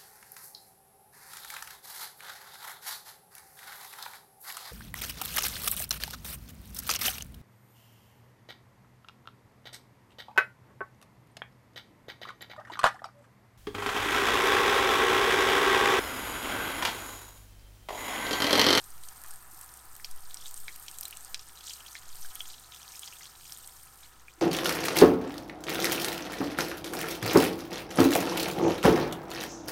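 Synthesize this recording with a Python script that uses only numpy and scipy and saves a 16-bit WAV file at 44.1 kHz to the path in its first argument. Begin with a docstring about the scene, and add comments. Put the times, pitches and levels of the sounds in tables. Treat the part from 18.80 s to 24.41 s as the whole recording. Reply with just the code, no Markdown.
"""A thin stream runs into a ceramic basin over a wet fizz: coloured noise mixed with swarms of tiny bubbles.
Two hands turn a bar of soap just above: foam bubbles snap (short tone and click) and air pockets
squelch between the palms (damped rising tone and wet slap), echoed by the bowl and a tiled room.
A motor hums in the building (two sines) over rumble; slow draughts push on the microphone, with rare soft knocks."""
import sys
import numpy as np
from scipy import signal
from scipy.fft import rfft, irfft, next_fast_len
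from scipy.io import wavfile
from scipy.ndimage import map_coordinates

SR = 44100
rng = np.random.default_rng(int(sys.argv[2]) if len(sys.argv) > 2 else 0)


def dump(signal):
    """Clip the signal to [-1, 1] and save it as 16-bit WAV at the path in sys.argv[1]."""
    limited = np.clip(np.atleast_2d(signal).T, -1, 1)
    pcm = np.round(limited * 32767).astype(np.int16)
    wavfile.write(sys.argv[1], SR, pcm)


def attenuation_scalar(level_db):
    """Turn a level in dB into a linear amplitude multiplier (20 dB per decade)."""
    decades = np.asarray(level_db, float) / 20
    return 10 ** decades


N = 247401  # samples


def unit(x):
    """Scaled to rms 1."""
    return x / np.sqrt(np.mean(x ** 2) + 1e-20)


def along(points, hz):
    """(Hz, value) points interpolated on a log frequency axis."""
    point_hz, value = np.transpose(points)
    return np.interp(np.log(hz + 1), np.log(point_hz + 1), value)


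def curves(rows):
    """One value per sample for each column after the time."""
    time_s, *columns = np.transpose(rows)
    return [np.interp(np.arange(N) / SR, time_s, column) for column in columns]


def wobble(knots_per_s):
    """A smooth random curve."""
    knots = rng.standard_normal(N // 100)
    return map_coordinates(knots, [np.arange(N) * knots_per_s / SR])


def filtered(x, response):
    """x times a response of frequency."""
    size = next_fast_len(N + SR // 2)
    return irfft(rfft(x, size) * response(np.fft.rfftfreq(size, 1 / SR)), size)[:N]


def flattened(x, spectrum):
    """Gives x the wanted long-term colour, rms 1."""
    hz, power = signal.welch(x, SR, nperseg=256)

    def correction(f):
        return attenuation_scalar(along(spectrum, f)) / np.sqrt(np.interp(f, hz, power) + 1e-12)

    return unit(filtered(x, correction))


def blips(start_s, level_db, pitch_hz, life_cycles, rise, size):
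    """Sum of damped bubbles, size samples each; with rise > 0 the pitch climbs as each cavity closes."""
    turns = np.arange(size) / SR * pitch_hz[:, None]
    age = turns / np.maximum(life_cycles, .5)[:, None]
    wave = np.sin(2 * np.pi * turns * (1 + rise * np.minimum(age, 2)))
    onset = 1 - np.exp(-turns * 3)
    decay = np.exp(-age * 2)
    wave *= attenuation_scalar(level_db)[:, None] * onset * decay
    at = (start_s * SR).astype(int)[:, None] + np.arange(size)
    return np.bincount(at.ravel(), wave.ravel(), N + size)[:N]


def swarm(count, pitch_hz, spread, life_cycles, scatter_db, size):
    """Many random bubbles, mostly small with a few bigger ones, rms 1."""
    u, g = rng.random((count, 2)), rng.standard_normal(count)
    start_s = u[:, 0] * N / SR
    pitch = np.minimum(pitch_hz * np.exp(spread * g), SR / 3)
    bigness = np.minimum(-np.log(1 - u[:, 1]), 4)
    return unit(blips(start_s, scatter_db * bigness, pitch, np.full(count, life_cycles), 0.11, size))


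def impulses(start_s, height):
    """One-sample kicks."""
    return np.bincount((start_s * SR).astype(int), height, N)[:N]


def cracks(start_s, level_db, life_s, spectrum):
    """Wide clicks: one sharp step of pressure and a dying breath of spray."""
    kicks = impulses(start_s, attenuation_scalar(level_db))
    fade = np.exp(-np.arange(400) / SR / life_s)
    spray = signal.fftconvolve(kicks, fade)[:N] * rng.standard_normal(N)
    click = 3 * kicks + 0.89 * spray
    return flattened(click, spectrum) * np.std(click)


# stream level, sloshing once and thinning near the end: start_s, level_db
STREAM_FLOW = [(0.0, -59.5), (0.41, -59), (0.45, -53.5), (0.5, -59), (1.92, -59), (4.34, -59.5),
               (4.6, -61.5), (5.61, -62.5)]
# stream colour before the drain rings: freq_hz, density_db (per Hz, relative)
STREAM_COLOUR = [(300, -41), (600, -9.5), (800, -1), (1400, -2.5), (2000, -8.5), (3500, -15.5), (7000, -28)]
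# water column and drain resonances: center_hz, width_hz, gain_db
DRAIN_MODES = [(775, 37, -3.5), (1016, 76, -7), (1293, 92, -1), (1436, 45, -7), (1694, 130, -3.5)]


def stream():
    """Falling water: a smooth wash with fine bubbles, ringing the drain."""
    bubbles = swarm(count=4000, pitch_hz=1197, spread=0.351, life_cycles=7.05, scatter_db=1.5, size=500)
    water = flattened(rng.standard_normal(N) + 0.19 * bubbles, STREAM_COLOUR)

    def ring(f):
        modes = sum(attenuation_scalar(gain_db) * 1j * f * width_hz / (center_hz ** 2 - f * f + 1j * f * width_hz)
                    for center_hz, width_hz, gain_db in DRAIN_MODES)
        return .5 + abs(modes)

    level_db = curves(STREAM_FLOW)[0] + 1.14 * wobble(21.76)
    return attenuation_scalar(level_db) * unit(filtered(water, ring))


def foam(level_db, spectrum, bubbles, hiss, clump_db):
    """Clumped bubbles on a bed of wet hiss."""
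    mix = flattened(bubbles + hiss * rng.standard_normal(N), spectrum)
    clumps = attenuation_scalar(clump_db * (wobble(23) + wobble(70)))
    return attenuation_scalar(level_db) * unit(mix * clumps)


# fizz and snap colour: freq_hz, density_db (per Hz, relative)
FIZZ_COLOUR = [(2000, -27.5), (3000, -19.5), (4500, -12), (6000, -10.5), (7300, -8), (8600, -1), (9300, -3),
               (10200, -10), (12000, -6), (13600, -4), (15000, -12.5), (15900, -17)]


def fizz(level_db):
    """Tiny foam bubbles: very short high blips in hiss."""
    bubbles = swarm(count=5000, pitch_hz=10040, spread=0.338, life_cycles=8.1, scatter_db=2.5, size=60)
    return foam(level_db, FIZZ_COLOUR, bubbles, hiss=1.21, clump_db=0.92)


# lather colour: freq_hz, density_db (per Hz, relative)
LATHER_COLOUR = [(1200, -49), (1900, -15), (2500, -10), (3200, -4.5), (5000, -4.5), (6500, -3.5),
                 (8500, -8.5), (11000, -30)]


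def lather(level_db):
    """Larger foam bubbles: lower, longer blips in hiss."""
    bubbles = swarm(count=2500, pitch_hz=3900, spread=0.345, life_cycles=12.2, scatter_db=4.0, size=200)
    return foam(level_db, LATHER_COLOUR, bubbles, hiss=1.0, clump_db=1.68)


def stirred(level_db, start_s, peak_db):
    """Each squelch stirs the lather: adds a fading swell of power to its level."""
    stir_db, fade_s = -28.5, 0.05  # stir_db is against the squelch peak
    kicks = impulses(start_s, attenuation_scalar(peak_db + stir_db) ** 2)
    swell = signal.fftconvolve(kicks, np.exp(-np.arange(SR // 2) / SR / fade_s))[:N]
    return 10 * np.log10(attenuation_scalar(level_db) ** 2 + abs(swell))


# motor tones: pitch_hz, level_db (rms)
HUM_TONES = [(59, -66), (500, -82.5)]
# rumble colour: freq_hz, density_db (per Hz, relative)
RUMBLE_COLOUR = [(30, -8), (50, -17), (78, -7), (100, -1.5), (161, -1.5), (195, -15), (247, -5.5),
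                 (290, -11.5), (344, -5.5), (550, -12), (800, -22)]
# draughts: start_s, level_db
DRAUGHT_LEVEL = [(0.0, -36.5), (0.9, -55), (1.33, -34.5), (1.76, -39.5), (2.31, -52.5), (2.72, -46),
                 (2.95, -67), (3.31, -38), (3.48, -39.5), (4.28, -72), (4.98, -60.5), (5.61, -65)]
# soft knocks on the basin: start_s, peak_db (nominal), pitch_hz
BASIN_KNOCKS = [(.73, -56, 327), (3.603, -53, 674), (5.58, -51, 332)]


def building():
    """Motor hum as drifting sines, rumble and draughts as filtered noise, knocks as damped sines."""
    drift_s = np.cumsum(1 + 0.0014 * wobble(1.49)) / SR
    hum = sum(attenuation_scalar(level_db + 1.3 * wobble(3.25)) * np.sqrt(2) * np.sin(2 * np.pi * pitch_hz * drift_s)
              for pitch_hz, level_db in HUM_TONES)
    rumble = attenuation_scalar(-65) * flattened(rng.standard_normal(N), RUMBLE_COLOUR)
    push = unit(filtered(rng.standard_normal(N), lambda f: f / (1 + (f / 3.3) ** 4)))
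    draught = attenuation_scalar(curves(DRAUGHT_LEVEL)[0]) * push
    start_s, peak_db, pitch_hz = np.transpose(BASIN_KNOCKS)
    knocks = blips(start_s, peak_db, pitch_hz, np.full(len(start_s), 9.), rise=0, size=4000)
    return hum + rumble + draught + knocks


def snaps(start_s, peak_db, pitch_hz):
    """Foam bubbles bursting: a very short tone and a click."""
    tone = blips(start_s, peak_db, pitch_hz, np.full(len(start_s), 4.5), rise=0.0092, size=100)
    return tone + cracks(start_s, peak_db - 15.5, 0.0015, FIZZ_COLOUR)


# slap colour: freq_hz, density_db (per Hz, relative)
SLAP_COLOUR = [(500, -24.5), (1200, -12), (2200, 2), (5500, 10), (8500, -17.5), (12000, -15)]


def squelches(start_s, peak_db, pitch_hz, life_cycles, slap_db):
    """Air pockets closing: a bubble tone and a wet slap."""
    tone = blips(start_s, peak_db, pitch_hz, life_cycles, rise=0.027, size=500)
    return tone + cracks(start_s, peak_db + slap_db, 0.00063, SLAP_COLOUR)


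def strays(foam_db, over_db, scatter_db, pitch_hz, spread, count):
    """Random small events, louder where the foam is livelier: start_s, peak_db, pitch_hz."""
    start_s, g = rng.random(count) * (N - 1) / SR, rng.standard_normal((count, 2))
    peak_db = foam_db[(start_s * SR).astype(int)] + over_db + scatter_db * g[:, 0]
    return start_s, peak_db, np.minimum(pitch_hz * np.exp(spread * g[:, 1]), SR / 3)


# bowl echoes: delay_s, gain_db (before bowl_db)
BOWL_ECHOES = [(.00125, 2), (.0026, -13), (.0041, -8), (.0078, -14)]
# tiled room decay: freq_hz, t60_s
TILE_DECAY = [(500, 0.16), (3000, 0.072), (12000, 0.019)]


def bathroom(x, bowl_db, tiles_db):
    """The bowl throws back a few copies; the tiles add a noise tail that dies faster in the treble."""
    out, step = np.pad(x, (0, SR)), SR // 8
    for delay_s, gain_db in BOWL_ECHOES:
        out[round(delay_s * SR):][:N] += attenuation_scalar(gain_db + bowl_db) * x
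    for start in range(0, N, step):  # tail redrawn every eighth of a second
        hz, t, z = signal.stft(rng.standard_normal(SR // 5), SR, nperseg=128)
        decay = attenuation_scalar(-60 * t / along(TILE_DECAY, hz)[:, None])
        tail = signal.istft(z * decay, SR, nperseg=128)[1]
        wet = signal.fftconvolve(x[start:start + step], attenuation_scalar(tiles_db) * tail / np.linalg.norm(tail))
        out[start + 110:][:len(wet)] += wet  # 110 samples: 2.5 ms delay
    return out[:N]


# foam between the palms: start_s, lather_db (before stirring), fizz_db
RUB_LEVELS = [(0.0, -63.5, -54.5), (0.45, -66.5, -53.5), (0.6, -72.5, -54), (1.4, -65.5, -55.5),
              (1.67, -54.5, -51.5), (1.84, -66.5, -51.5), (2.1, -59, -52), (2.48, -61.5, -52.5),
              (2.6, -64, -58.5), (2.82, -58, -55), (2.9, -44, -51), (2.98, -57, -50.5), (3.27, -57, -59.5),
              (3.34, -55, -52), (3.61, -53.5, -51.5), (3.86, -58.5, -58), (4.23, -52, -51.5),
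              (4.53, -59, -56.5), (4.68, -54.5, -52), (4.9, -57, -53.5), (5.15, -65.5, -58),
              (5.26, -56.5, -58.5), (5.4, -68, -65), (5.61, -67, -65)]
# louder foam bursts: start_s, peak_db (nominal, dry tone), pitch_hz
LOUD_SNAPS = [(0.0417, -27, 8500), (0.237, -28.5, 8750), (0.2876, -26.5, 8700), (0.4168, -28, 11840),
              (0.4376, -25, 12120), (0.5087, -24, 9300), (0.5595, -31, 8850), (0.791, -30, 13720),
              (0.8126, -22, 10600), (0.8617, -30.5, 10600), (0.9397, -28, 8900), (0.973, -31, 9000),
              (1.1525, -30, 8610), (1.25, -27.5, 12080), (1.3126, -25.5, 10400), (1.544, -20, 8700),
              (1.6662, -25, 9100), (1.711, -24, 14690), (1.7423, -21.5, 8700), (1.7767, -24.5, 8700),
              (1.961, -23.5, 12500), (1.998, -27, 13000), (2.0854, -26, 8100), (2.1861, -19, 7650),
              (2.2104, -14.5, 13650), (2.233, -18.5, 13400), (2.254, -16.5, 8400), (2.282, -24, 13720),
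              (2.309, -23.5, 13600), (2.371, -22, 8500), (2.4482, -25.5, 8600), (2.5448, -22, 8140),
              (2.87, -24, 7700), (2.935, -22.5, 7670), (3.356, -24, 8700), (3.462, -28, 9100),
              (3.5544, -20, 13000), (4.194, -23, 8200), (4.7739, -29.5, 8500), (4.7856, -29, 13900),
              (4.8753, -23, 9400)]
# louder air pockets: start_s, peak_db (nominal, dry tone), pitch_hz, life_cycles, slap_db (against the peak)
LOUD_SQUELCHES = [(0.2355, -40, 4050, 4.6, -12), (0.286, -32.5, 5960, 7.5, -19),
                  (0.446, -39.5, 1820, 5.5, -11), (1.1985, -37.5, 1900, 6, -15),
                  (1.2461, -26.5, 4500, 1.3, 2), (1.5098, -38, 3500, 5.3, -2), (1.571, -29, 5470, 5.8, -18),
                  (1.658, -31, 3610, 14, -11), (1.8815, -24.5, 2140, 5, -8), (2.0826, -38.5, 3720, 2.5, 5),
                  (2.2298, -32.5, 5700, 3.7, -8), (2.254, -29, 3900, 11, -31),
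                  (2.327, -30.5, 2800, 6.6, -14), (2.5451, -25, 4500, 2, 3.5),
                  (2.594, -28.5, 5370, 5.3, -15), (2.6948, -37.5, 3300, 3.5, -6.5),
                  (2.7737, -37, 3870, 8.3, -16), (2.809, -37.5, 3460, 6, -11), (2.8836, -34, 5000, 4, -4),
                  (2.896, -25, 4820, 5.8, -20), (2.908, -29.5, 3070, 6.6, -17),
                  (2.9316, -32, 5920, 4.8, -13), (3.005, -37.5, 3000, 7.7, -16),
                  (3.064, -35, 3200, 7.8, -25), (3.153, -26.5, 2020, 5.5, -15.5),
                  (3.448, -36, 1500, 4.4, -20), (3.559, -34, 3140, 5.2, -12), (3.6054, -24, 3190, 11, -17),
                  (3.655, -33.5, 3230, 4.5, -20), (3.7016, -32, 4670, 4.9, -12),
                  (3.9218, -33.5, 3670, 6.7, -11), (4.03, -32.5, 5730, 6.7, -17),
                  (4.079, -34, 4370, 6.1, -17), (4.233, -26.5, 3280, 5.4, -27),
                  (4.2764, -25, 4700, 4.1, -12), (4.326, -34, 2730, 6.5, -13),
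                  (4.409, -38.5, 1980, 7.9, -19), (4.456, -31.5, 3500, 5.4, -8.5),
                  (4.61, -41, 3150, 3.6, -5), (4.696, -39, 3400, 4.8, -14), (5.4823, -36, 2350, 6.3, -19)]


def hands():
    """Soapy palms: a bed of lather and fizz, with single squelches and snaps above it."""
    lather_db, fizz_db = curves(RUB_LEVELS)
    pockets = np.transpose(LOUD_SQUELCHES)
    bed = fizz(fizz_db) + lather(stirred(lather_db, *pockets[:2]))

    small_snaps = strays(fizz_db, over_db=21.5, scatter_db=3.3, pitch_hz=10750, spread=0.3, count=70)
    snap = snaps(*np.transpose(LOUD_SNAPS)) + snaps(*small_snaps)

    small_pockets = strays(lather_db, over_db=15.7, scatter_db=3.7, pitch_hz=4450, spread=0.29, count=60)
    squelch = squelches(*pockets) + squelches(*small_pockets, life_cycles=np.full(60, 4.5), slap_db=-13)

    # squelches happen low in the bowl and ring it; snaps sit on the knuckles, facing the microphone
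    return bed + bathroom(snap, bowl_db=-11, tiles_db=-14) + bathroom(squelch, bowl_db=-8, tiles_db=-9)


def scene():
    """Stream, hands and building in one channel."""
    return (stream() + hands() + building())[None]


def top_cut(x):
    """Nothing passes above the cut-off."""
    return signal.sosfilt(signal.butter(12, 16050, fs=SR, output="sos"), x)


def record(dry):
    """Band-limits the mix below top_hz and returns the finished sound."""
    top_hz = 16000
    mix = filtered(dry[0], lambda hz: hz < top_hz)[None]
    return top_cut(mix)


dry = scene()
out = record(dry)
dump(out)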